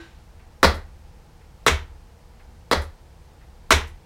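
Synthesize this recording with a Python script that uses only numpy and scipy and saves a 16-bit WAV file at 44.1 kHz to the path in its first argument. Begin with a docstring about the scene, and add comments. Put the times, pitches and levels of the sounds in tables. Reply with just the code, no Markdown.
"""A tap dancer hops from foot to foot on a dance board in a small, quiet room, landing once a second.
Each metal toe plate strikes the board and excites its damped modes; the walls return echoes and
reverberation, and the floor booms as it takes the weight. Sometimes a plate touches again lightly.
At first some metal is still ringing; a faint tick, like a clock's, marks the seconds over the hiss."""
import sys
import numpy as np
from scipy import signal
from scipy.fft import rfft, irfft
from scipy.io import wavfile

SR = 44100
rng = np.random.default_rng(int(sys.argv[2]) if len(sys.argv) > 2 else 0)


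def transcribe(u):
    """Save the signal u as a 16-bit wav file named by the first command-line argument.

    u: samples, shape (n,) or (channels, n), limited to [-1, 1]; the rate is SR.
    q: integer samples, one column per channel.
    """
    v = np.clip(np.atleast_2d(u).T, -1, 1)
    q = np.round(v * 32767).astype(np.int16)
    wavfile.write(sys.argv[1], SR, q)


N = 178998
AGE = np.arange(SR) / SR  # seconds since a blow


def from_db(db):
    """Amplitude ratio of a level in decibels."""
    return 10 ** (np.asarray(db) / 20)


def rms_one(x):
    """Normalisation to unit rms."""
    return x / np.sqrt(np.mean(x ** 2) + 1e-20)


def at_hz(points, hz):
    """Interpolation of a table on a log-frequency axis."""
    table_hz, value = np.transpose(points)
    return np.interp(np.log(hz + 1), np.log(table_hz), value)


def add(out, start_s, sound):
    """Superposition: a sound joins the mix at start_s."""
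    i = max(round(start_s * SR), 0)
    out[i:i + len(sound)] += sound[:len(out) - i]


def ring(modes):
    """Free vibration of damped modes; neighbours start in opposite phase, so close ones swell and beat."""
    return sum((-1) ** k * from_db(db - 60 * AGE / t60) * np.sin(2 * np.pi * hz * AGE)
               for k, (hz, db, t60) in enumerate(modes))


def even_noise(size, window=256, evenness=0.14):
    """Spectral compression spreads the energy of noise a little more evenly over time and frequency."""
    cells = signal.stft(rng.standard_normal(size), nperseg=window)[2]
    return signal.istft(cells / (abs(cells) + 1e-12) ** evenness, nperseg=window)[1][:size]


def faint_knock(low_hz, high_hz, rise_s, fade_s):
    """Reverberation blurs a small contact into a band of noise that swells and decays exponentially."""
    band = signal.butter(2, [low_hz, high_hz], "band", fs=SR, output="sos")
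    noise = rms_one(signal.sosfilt(band, rng.standard_normal(SR)))
    return noise * (1 - np.exp(-AGE / rise_s)) * np.exp(-AGE / fade_s)


def air(level_db=-46.5, whine_hz=8330, whine_width_hz=45):
    """Stationary noise: low rumble, faint hiss and a narrow band heard as a thin whine."""
    # spectrum of the still room: frequency_hz, density_db
    spectrum = [(13, -35), (22, -5), (74, -5), (109, -16.5), (160, -15.5), (189, -23.5), (229, -21.5),
                (275, -32), (340, -23.5), (410, -31), (470, -22.5), (580, -30.5), (850, -26), (1100, -33.5),
                (3500, -42.5), (5000, -42.5), (8030, -48), (16000, -55)]
    hz = np.arange(N // 2 + 1) * SR / N
    whine = from_db(-42.5) * np.exp(-((hz - whine_hz) / whine_width_hz) ** 2)  # on the table's dB scale
    gain = np.hypot(from_db(at_hz(spectrum, hz)), whine)
    return from_db(level_db) * rms_one(irfft(rfft(rng.standard_normal(N)) * gain, N))


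def clock(first_s=0.392, tick_db=-53.5, tock_db=-56.5, tock_late_s=0.015):
    """Periodic impacts, far and dull, one a second; each tock is softer and a little late."""
    out = np.zeros(N)
    for k, start_s in enumerate(np.arange(first_s, N / SR, 1)):
        late_s, level_db = (tock_late_s, tock_db) if k % 2 else (0, tick_db)
        tick = faint_knock(low_hz=1200, high_hz=2400, rise_s=0.0045, fade_s=0.029)
        add(out, start_s + late_s, from_db(level_db) * tick)
    return out


def fading_ring(wash_db=-49):
    """Free decay: metal struck earlier rings out in a wash of reverberation."""
    # modes of the metal: pitch_hz, level_db, t60_s
    metal_modes = [(333, -37.5, 0.246), (1534, -45.5, 0.33), (1620, -49.5, .4), (1911, -57.5, .5),
                   (3801, -62, .7), (4050, -61.5, .6), (5566, -68.5, .8), (7127, -69.5, 0.93)]
    wash = faint_knock(low_hz=700, high_hz=3600, rise_s=0.0024, fade_s=0.09)
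    out = np.zeros(N)
    add(out, 0, ring(metal_modes) + from_db(wash_db) * wash)
    return out


def touches():
    """Grazing contact: a plate meets the board again just after a landing, thin and bright."""
    # light second contacts: start_s, level_db
    contacts = [(0.7400, -48.5), (2.8150, -47), (3.869, -53.5)]
    out = np.zeros(N)
    for start_s, level_db in contacts:
        graze = faint_knock(low_hz=4500, high_hz=12200, rise_s=0.0033, fade_s=0.026)
        add(out, start_s, from_db(level_db) * graze)
    return out


def diffuse_field(colour, resonances, brightness_db_per_octave, resonance_boost_db=3):
    """Reverberation: the shoe's sound scatters round the room, each octave decaying at its own rate."""
    # reverberation times of the room: frequency_hz, t60_s
    room_t60 = [(100, 0.33), (400, 0.28), (1000, 0.29), (2200, 0.29), (4500, .25), (8000, 0.2),
                (15000, 0.25)]
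    hz = np.arange(SR // 2 + 1.)
    octave = np.log2(np.clip(hz, 62.5, 16000) / 1000)
    peaks = sum(from_db(db + resonance_boost_db) / (1 + 2 * ((hz - centre) / width) ** 4)
                for centre, width, db in resonances)
    gain = np.hypot(from_db(at_hz(colour, hz)), peaks) * from_db(brightness_db_per_octave * octave)
    noise = rms_one(irfft(rfft(even_noise(SR)) * gain, SR))
    spectrum = rfft(noise)
    out = np.zeros(SR)
    for k in range(-4, 5):
        band = irfft(spectrum * np.maximum(1 - abs(octave - k), 0), SR)
        t60 = at_hz(room_t60, 1000 * 2. ** k)
        out += band * from_db(-60 * AGE / t60)
    return out


def room_build_up(first_share=0.67, bunch_gain=0.85, bunch_s=0.019, width_s=0.005, rise_s=0.00066):
    """Scattered sound starts at once and peaks when the wall reflections arrive together."""
    arrived = first_share + (1 - first_share) * np.minimum(AGE / bunch_s, 1)
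    bunch = bunch_gain * np.exp(-((AGE - bunch_s) / width_s) ** 2)
    return (1 - np.exp(-AGE / rise_s)) * (arrived + bunch)


def boom(push_s=0.0058):
    """Forced response: the soft push of the dancer's weight is convolved with the floor's ringing."""
    # modes of the loaded floor: pitch_hz, level_db, t60_s
    floor_modes = [(33.81, -28, 0.77), (64.5, -19, 0.22), (72.9, -13.5, 0.41), (84.24, -20, 0.46)]
    push = np.exp(-(AGE[:SR // 20] / push_s * 2 - 1) ** 2)
    return -signal.fftconvolve(ring(floor_modes), push / push.sum())[:SR]


def snap(low_hz=4000, t60_s=0.005):
    """Hard contact: bare metal touching down gives a brief burst of treble, here with a peak of 1."""
    burst = even_noise(SR, window=32) * from_db(-60 * AGE / t60_s)
    tick = signal.sosfilt(signal.butter(2, low_hz, "high", fs=SR, output="sos"), burst)
    return tick / abs(tick).max()


def clack(thud_db, wall_s=0.0045, wall_db=-8, travel_s=0.0013, snap_db=-16, wall_snap_db=-18):
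    """Impact, dispersion and reflection: the plate rings the board, and walls and ceiling repeat it."""
    # modes of the clack (plate and board, plus one faint low room tone): pitch_hz, level_db, t60_s
    clack_modes = [(165, -37, 0.074), (266, -15, 0.023), (451.3, -5.5, 0.013), (1101, 2, 0.0074),
                   (1398, 3, 0.005), (3900, -14, 0.0072)]
    # reflections from the ceiling and far walls: delay_s, level_db
    echoes = [(0.0141, -15.5), (0.0152, -15.5), (0.0195, -18.5)]
    # a flatter landing drives the low modes harder
    modes = [(hz, db + thud_db * (hz < 800), t60) for hz, db, t60 in clack_modes]
    # low bending waves travel slowest (travel_s at 1 kHz), so the blow sweeps downwards
    lag_cycles = 2 * travel_s * np.sqrt(1000 * np.arange(SR // 2 + 1))
    dispersed = irfft(rfft(ring(modes)) * np.exp(-2j * np.pi * lag_cycles), SR)
    direct = dispersed + from_db(snap_db) * snap()
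    out = direct.copy()
    for delay_s, level_db in [(wall_s, wall_db), *echoes]:
        add(out, delay_s, from_db(level_db) * direct)
    add(out, wall_s, from_db(wall_snap_db) * snap())  # the wall behind the dancer returns it strongly
    return out


def landings(right_clack_db=1, left_clack_db=2.5, scatter_db=-10.5, boom_db=2):
    """Linear response: clack, reverberation and floor boom all scale with the force of each landing."""
    # right and left foot in turn: start_s, force_db, thud_db, brightness_db_per_octave, weight_lag_s
    hops = [(0.6296, 1.5, 1, -0.5, 0.0098), (1.6638, -1.44, -1, 0, 0.03), (2.7124, -4, 2.5, -0.46, 0.0372),
            (3.7058, 0.42, -6, 0.46, 0.0075)]
    # broad spectrum of each shoe in the room: frequency_hz, density_db
    right_colour = [(60, -13.5), (170, -4), (290, -3), (520, 0.5), (740, -1.5), (1180, -3.5), (1600, -3),
                    (2050, -5.5), (2800, -13.5), (3900, -8), (5200, -11), (6500, -17.5), (10500, -23.5),
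                    (15500, -34.5)]
    left_colour = [(60, -16.5), (130, -3.5), (300, -2.5), (470, -5), (760, -4.5), (1200, -0.5),
                   (2100, -1.5), (2700, -3.5), (3700, -5.5), (4700, -11), (5900, -8.5), (8000, -13),
                   (13000, -27.5), (15800, -35)]
    # resonances of each shoe with its spot on the board: pitch_hz, width_hz, level_db
    right_resonances = [(196, 25, -5.5), (410.3, 30, -5), (470, 18, 0.5), (558, 35, 3), (906, 52, -4),
                        (1142, 120, -5), (1399, 160, -9), (1944, 140, -5.5), (3350, 86, -8.5),
                        (4010, 56, -6), (4356, 130, -9.5), (4946, 220, -12.5), (5850, 80, -19)]
    left_resonances = [(162.2, 15, -1), (260, 25, -7), (383, 22, 0), (463, 45, 2.5), (645, 30, -2.5),
                       (930, 120, -3.5), (1034, 27, -0.5), (1280, 34, -7.5), (1490, 47, -9.5),
                       (1850, 86, -6.5), (2010, 64, -4), (2250, 71, -3.5), (3090, 51, -5.5),
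                       (3600, 140, -8), (4000, 81, -8), (5650, 250, -15), (7500, 190, -21)]
    feet = [(right_colour, right_resonances, right_clack_db),
            (left_colour, left_resonances, left_clack_db)]
    out = np.zeros(N)
    for k, (start_s, force_db, thud_db, brightness_db_per_octave, weight_lag_s) in enumerate(hops):
        colour, resonances, clack_db = feet[k % 2]
        scattered = diffuse_field(colour, resonances, brightness_db_per_octave) * room_build_up()
        add(out, start_s, from_db(force_db + clack_db) * clack(thud_db))
        add(out, start_s, from_db(force_db + scatter_db) * scattered)
        add(out, start_s + weight_lag_s, from_db(force_db + boom_db) * boom())
    return out


def scene():
    """Superposition of dancer and room at one point."""
    return (landings() + touches() + fading_ring() + clock() + air())[None]


def record(dry, ceiling=0.96, cutoff_hz=16000):
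    """Soft saturation rounds the loudest peaks; a low-pass filter cuts the highest treble."""
    rounded = dry / (1 + (dry / ceiling) ** 6) ** (1 / 6)
    return signal.sosfilt(signal.cheby1(12, 0.2, cutoff_hz, fs=SR, output="sos"), rounded)


dry = scene()
out = record(dry)
transcribe(out)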